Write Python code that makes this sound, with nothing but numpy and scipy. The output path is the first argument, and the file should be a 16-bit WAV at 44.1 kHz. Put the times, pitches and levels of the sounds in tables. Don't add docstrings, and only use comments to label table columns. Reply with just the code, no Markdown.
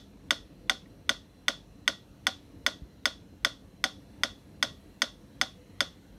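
import sys
import numpy as np
from scipy import signal
from scipy.fft import rfft, irfft, next_fast_len
from scipy.io import wavfile
from scipy.ndimage import uniform_filter1d, map_coordinates

SR = 44100
rng = np.random.default_rng(int(sys.argv[2]) if len(sys.argv) > 2 else 0)


def boost_factor(decibels):
    exponent = np.asarray(decibels, float) / 20
    return 10 ** exponent


def pcm_store(signal):
    levels = np.round(np.clip(np.atleast_2d(signal), -1, 1) * 32767)
    wavfile.write(sys.argv[1], SR, levels.astype(np.int16).T)


N = 272538

# t/s, level/dB
TICKS = [(-.085, -1.5), (.3072, 0), (.6964, -0.5), (1.0931, 0), (1.4821, 0), (1.8778, 0), (2.2682, 0),
         (2.6641, 0), (3.0557, 0.5), (3.448, 0.5), (3.8404, 0), (4.2345, -0.5), (4.627, 0.5), (5.0192, 0.5),
         (5.4133, 0), (5.8056, 0)]
# side panel level/dB, front panel level/dB, hollow level/dB, spring level/dB
TOOTH_KINDS = [
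    (-8, -6, 4.5, -8),
    (-13.5, 1, 4.5, -6),
    (2.5, -7, 1.5, -12),
    (-8.5, 1, 5.5, -7),
]
# f/Hz, level/dB, t60/s, sense of motion (signed)
CASE = [(1046, -18.5, 0.0079, -0.9), (1167, -28.5, 0.067, 0.39), (1524, -7.5, 0.0067, 0.9),
        (1969, -6.5, 0.012, 0.98), (1991, -19.5, 0.033, -0.72), (2234, -8, 0.0027, -1.18),
        (2878, -17.5, 0.011, -1.04), (3150, -24, 0.014, 0.95), (3455, -9.5, 0.015, -1.06),
        (3686, -25.5, .03, 0.89), (4345, -12.5, .004, -0.89), (4624, -28.5, 0.036, -0.69),
        (5178, -23.5, 0.014, 0.78), (5133, -29, 0.024, 0.96), (6376, -21.5, 0.019, -0.81),
        (6796, -22, 0.0036, -1.1), (7960, -25.5, 0.018, -0.68)]
# f/Hz, level/dB
CRACK = [(2000, -30.5), (4500, -11.5), (6500, -15), (8500, 3), (10000, -1), (13000, -5.5), (15000, -9)]
# f/Hz, level/dB, t60/s, sense of motion (signed)
FRONT_PANEL = [(1375, -24, .018, -0.52), (1480, -16, .015, -0.48), (1540, -19, 0.022, -0.34)]
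# f/Hz, level/dB, t60/s, sense of motion (signed)
REBOUND = [(1910, -16, 0.0092, 1), (4690, -23, 0.0098, 0.99), (10380, -30, 0.0034, 0.89)]
# f/Hz, level/dB, t60/s, sense of motion (signed)
SIDE_PANEL = [
    (760, -23.5, 0.078, 0.65),
    (765, -49, .25, 0.95),
]
# f/Hz, level/dB, t60/s, sense of motion (signed)
HOLLOW = [(571.6, -35, 0.026, 0.73), (620.5, -32.5, 0.055, -0.45)]
# f/Hz, level/dB, t60/s, sense of motion (signed)
ROD = [(1505, -52, 0.2, 0.18), (3234, -46.5, 0.32, 0.39), (3360, -35, 0.054, 0.69),
       (3560, -38.5, 0.22, -0.49), (3700, -65, 0.14, -0.32), (4400, -46, 0.21, 0.89),
       (5370, -48.5, 0.26, -1), (5900, -50, 0.19, 0.69), (6210, -52, .2, 0.78)]
# f/Hz, level/dB, t60/s, sense of motion (signed)
SPRING = [(1915, -47, .2, 1), (1985, -51, .16, 1)]
# f/Hz, level/dB, t60/s, sense of motion (signed)
TABLE_TOP = [(237.2, -32.5, 0.078, 0.93), (300, -36, 0.074, -1.2)]
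# t/s, level/dB
BOUNCES = [(.0035, -22), (.0048, -15.5), (0.0225, -24.5)]
# t/s, level/dB
WALLS = [(.0088, 4.5), (.0118, 1), (0.0161, 4.5)]
# f/Hz, width/Hz, level/dB
PANELS = [(1076, 34, -10), (1460, 190, -9), (2020, 110, -11), (2430, 15, -17), (2865, 93, -14),
          (3427, 120, 0), (4320, 140, -9), (4600, 31, -11), (5440, 35, -13), (5650, 15, -15),
          (5940, 28, -14), (6200, 40, -15), (6920, 37, -24), (7310, 32, -25)]
# f/Hz, level/dB
SCATTER = [(410, -22), (700, -9.5), (841, -8), (1400, 4), (1950, -9.5), (2490, -21), (3460, -5.5),
           (3940, -27), (4380, -8.5), (5760, -9.5), (6320, -6.5), (7290, -26), (9110, -16.5),
           (10700, -31.5), (12500, -34), (16000, -47.5)]
# f/Hz, t60/s
NOOK = [(500, 0.01), (3000, 0.056), (10000, .04)]
# f/Hz, level/dB
DIFFUSE = [(240, -47), (400, -17), (626, -5.5), (780, -19.5), (964, -15.5), (1110, -11.5), (1500, -13),
           (1900, -16.5), (2320, -21), (2930, -17), (3470, -3), (3930, -13.5), (6340, -20), (7510, -27.5),
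           (12100, -35.5), (16000, -56)]
# f/Hz, t60/s
ROOM = [(200, 0.21), (700, 0.23), (2000, 0.21), (3500, 0.26), (6000, 0.26), (10000, 0.25), (16000, 0.18)]
# t/s, how far round (0-1)
LISTENER = [
    (1.9, 0.06),
    (3.05, 0.8),
    (3.85, 0.62),
    (5.8, 0.68),
]
# f/Hz, level/dB
ROUND = [(2200, -2), (2850, -8), (3500, -4), (4100, -1.5), (5150, 10), (5900, 3.5), (7000, -6.5)]
# t/s, level/dB, f/Hz, t60/s, upper mode ratio, upper mode level/dB
THUMPS = [
    (2.513, -45, 270, 0.025, 2.6, -16),
    (2.82, -28.5, 62, 0.074, 2.1, -3),
]
# t/s, level/dB, f/Hz, t60/s, upper mode ratio, upper mode level/dB
CLICK = (.857, -49, 1900, .03, 1.15, 3)
# f/Hz, level/dB per Hz
HUM = [(18, -28), (30, -8), (81, 3), (144, -2), (199, 1), (240, -5), (284, 1.5), (347, -9.5), (524, -10.5),
       (640, -17.5), (697, -15), (781, -31.5), (900, -22), (1170, -50.5), (1980, -120)]
# t/s, half-width/s, level/dB
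SWELLS = [
    (.55, 0.46, 1),
    (2.4, .55, 2),
    (4.6, 0.47, 2),
]
# f/Hz, level/dB per Hz
HISS = [(350, -27.5), (600, -10.5), (781, -8.5), (1520, -12.5), (1950, -12), (2340, -16), (2650, -13.5),
        (3740, -17.5), (4070, -13.5), (4940, -23), (5520, -20.5), (7700, -24), (12200, -24.5),
        (15400, -30.5), (16500, -38)]
# f/Hz, width/Hz, level/dB
WHINE = [(4060, 49, -79.5), (5640, 60, -85.5), (6100, 130, -86.5), (48.7, 7.4, -61), (198, 9.2, -67.5)]
# f/Hz, width/Hz, level/dB, start t/s, end t/s
PASSING = [
    (10800, 250, -85, 3.9, 4.9),
    (497, 20, -62, 5.14, 5.3),
    (497, 20, -63, 5.54, 5.74),
    (497, 20, -65, .58, .7),
]

FRONT_LATE_S = 0.0024
REBOUND_S = 0.0036
SPRING_LATE_S = 0.045
HUM_DB, HISS_DB = -54.5, -67.5
HISS_FOLLOWS = 0.41
FAN_ON_S, FAN_RISE_S, FAN_DB = 3.85, 0.081, 1.5
MIC_TOP_HZ, MIC_LOW_HZ, BAND_LIMIT_HZ = 15600, 42, 16860


def unit(x):
    return x / np.sqrt(np.mean(x ** 2) + 1e-20)


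def along(points, hz):
    f, v = np.transpose(points)
    return np.interp(np.log(hz + 1), np.log(f + 1), v)


def noise(gain, n=N):
    m = next_fast_len(n + 8192)
    spectrum = rfft(rng.standard_normal(m))
    return unit(irfft(spectrum * gain(np.fft.rfftfreq(m, 1 / SR)), m)[:n])


def coloured(colour, n=N):
    return noise(lambda f: boost_factor(along(colour, f)), n)


def later(x, s):
    return np.pad(x, (round(abs(s) * SR), 0))[:len(x)]


def echoes(x, taps):
    return sum(boost_factor(db) * later(x, s) for s, db in taps)


def add(out, x, s):
    out[round((s + 1) * SR):][:len(x)] += x


def ring(modes, t, scatter_db=0.0, attack=0.00039):
    out = 0
    for hz, db, t60, sense in modes:
        level = boost_factor(db + scatter_db * rng.standard_normal() - 60 * t / t60)
        out = out + sense * level * np.sin(2 * np.pi * hz * t)
    return out * (1 - np.exp(-t / attack))


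def metronome():
    out, t = np.zeros(N + 2 * SR), np.arange(SR // 3) / SR
    places = [room_answer(t), room_answer(t)]
    tooth = coloured(CRACK, len(t))
    for k, (s, db) in enumerate(TICKS):
        moved = np.interp(s, *np.transpose(LISTENER))
        side_db, front_db, hollow_db, spring_db = TOOTH_KINDS[k % len(TOOTH_KINDS)]
        blow = escapement_blow(t, tooth, moved, front_db)
        low = low_body(t, hollow_db)
        side = boost_factor(side_db) * ring(SIDE_PANEL, t, attack=0.012)
        near = echoes(blow, BOUNCES)
        steel = rod_and_spring(t, spring_db)
        turn = 0.17 * s
        room = np.cos(turn) * places[0] + np.sin(turn) * places[1] + 0.35 * room_answer(t)
        add(out, boost_factor(db) * (blow + low + side + near + room + steel), s)
        slip = ring(CASE, t, scatter_db=3, attack=0.002)
        add(out, boost_factor(db - 48) * slip, s - 0.021)
    return out[SR:SR + N]


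def escapement_blow(t, tooth, moved, front_db):
    heard = [(hz, db + (moved - 0.25) * along(ROUND, hz), t60, sense) for hz, db, t60, sense in CASE]
    case = ring(heard, t, scatter_db=1.1)
    front = later(ring(FRONT_PANEL, t, scatter_db=-0.9, attack=0.0014), FRONT_LATE_S)
    crack_level = boost_factor(-29.0 + 0.9 * moved - 60 * t / 0.01)
    crack = crack_level * (tooth + 0.5 * coloured(CRACK, len(t)))
    rebound = later(ring(REBOUND, t, scatter_db=1.6, attack=0.0007), REBOUND_S)
    return case + boost_factor(front_db) * front + crack + boost_factor(0.3 * front_db) * rebound


def low_body(t, hollow_db):
    hollow = boost_factor(hollow_db) * ring(HOLLOW, t, scatter_db=-0.66, attack=0.001)
    table = later(ring(TABLE_TOP, t, scatter_db=1.0, attack=0.0059), 0.00614)
    return hollow + echoes(hollow, WALLS) + table


def rod_and_spring(t, spring_db):
    rod = ring(ROD, t, scatter_db=1.5, attack=0.0017)
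    spring = ring(SPRING, t, scatter_db=1.5, attack=0.012)
    return rod + boost_factor(spring_db) * later(spring, SPRING_LATE_S)


def room_answer(t):
    diffuse = tail(DIFFUSE, ROOM, t, start=0.006, rise=0.004, between=0.45)
    scatter = tail(SCATTER, NOOK, t, start=0.003, rise=0.0005, between=0.5)
    return boost_factor(-8.5) * diffuse + boost_factor(-2.5) * scatter


def tail(colour, t60, t, start, rise, between):
    def gain(f):
        peaks = [1 / (1 + (2 * (f - centre) / width) ** 2) for centre, width, _ in PANELS]
        return boost_factor(along(colour, f)) * np.maximum(between, np.max(peaks, axis=0))

    hz, u, z = signal.stft(noise(gain, len(t)), SR, nperseg=128)
    decay = boost_factor(-60 * u / along(t60, hz)[:, None])
    x = signal.istft(z * decay, SR, nperseg=128)[1][:len(t)]
    x = x * (1 - np.exp(-t / rise))
    return later(x / np.linalg.norm(x), start)


def knocks():
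    out, t = np.zeros(N + 2 * SR), np.arange(SR // 4) / SR
    for s, db, hz, t60, ratio, upper_db in [CLICK, *THUMPS]:
        modes = [(hz, db, t60, -1), (ratio * hz, db + upper_db, 0.48 * t60, -1)]
        add(out, ring(modes, t, attack=0.0024), s)
    return out[SR:SR + N]


def air():
    t = np.arange(N) / SR
    swell_db = sum(db * np.exp(-((t - s) / w) ** 2) for s, w, db in SWELLS)
    hum_db = HUM_DB + swell_db + 0.89 * wobble(6) + 1.3 * wobble(25)
    hum = boost_factor(hum_db) * coloured(HUM)
    fan_db = FAN_DB * np.clip((t - FAN_ON_S) / FAN_RISE_S, 0, 1)
    hiss_db = HISS_DB + HISS_FOLLOWS * swell_db + fan_db + 0.51 * wobble(3.5)
    hiss = boost_factor(hiss_db) * patchy(coloured(HISS), depth_db=2.0)
    out = hum + hiss + sum(appliance_band(*row) for row in WHINE)
    for hz, width, db, start, end in PASSING:
        fade = np.clip(np.minimum(t - start, end - t) / 0.024, 0, 1)
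        out = out + fade * appliance_band(hz, width, db)
    return out


def appliance_band(hz, width, db):
    return boost_factor(db + 0.8 * wobble(5)) * noise(lambda f: np.exp(-((f - hz) / width) ** 2))


def wobble(rate):
    knots = rng.standard_normal(int(N * rate / SR) + 4)
    return map_coordinates(knots, [np.arange(N) * rate / SR])


def patchy(x, depth_db):
    z = signal.stft(x, nperseg=1024)[2]
    field = uniform_filter1d(rng.standard_normal(z.shape), 5, 0)
    field = uniform_filter1d(field, 16, 1)
    return unit(signal.istft(z * boost_factor(depth_db * unit(field)), nperseg=1024)[1][:N])


def scene():
    return (metronome() + knocks() + air())[None]


def band_limit(x):
    return signal.sosfilt(signal.butter(12, 16860, fs=SR, output="sos"), x)


def record(dry):
    x = signal.sosfilt(signal.butter(12, MIC_TOP_HZ, fs=SR, output="sos"), dry)
    x = signal.sosfilt(signal.butter(3, MIC_LOW_HZ, "high", fs=SR, output="sos"), x)
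    mix = irfft(rfft(x) * (np.fft.rfftfreq(N, 1 / SR) < BAND_LIMIT_HZ), N)
    return band_limit(mix)


dry = scene()
out = record(dry)
pcm_store(out)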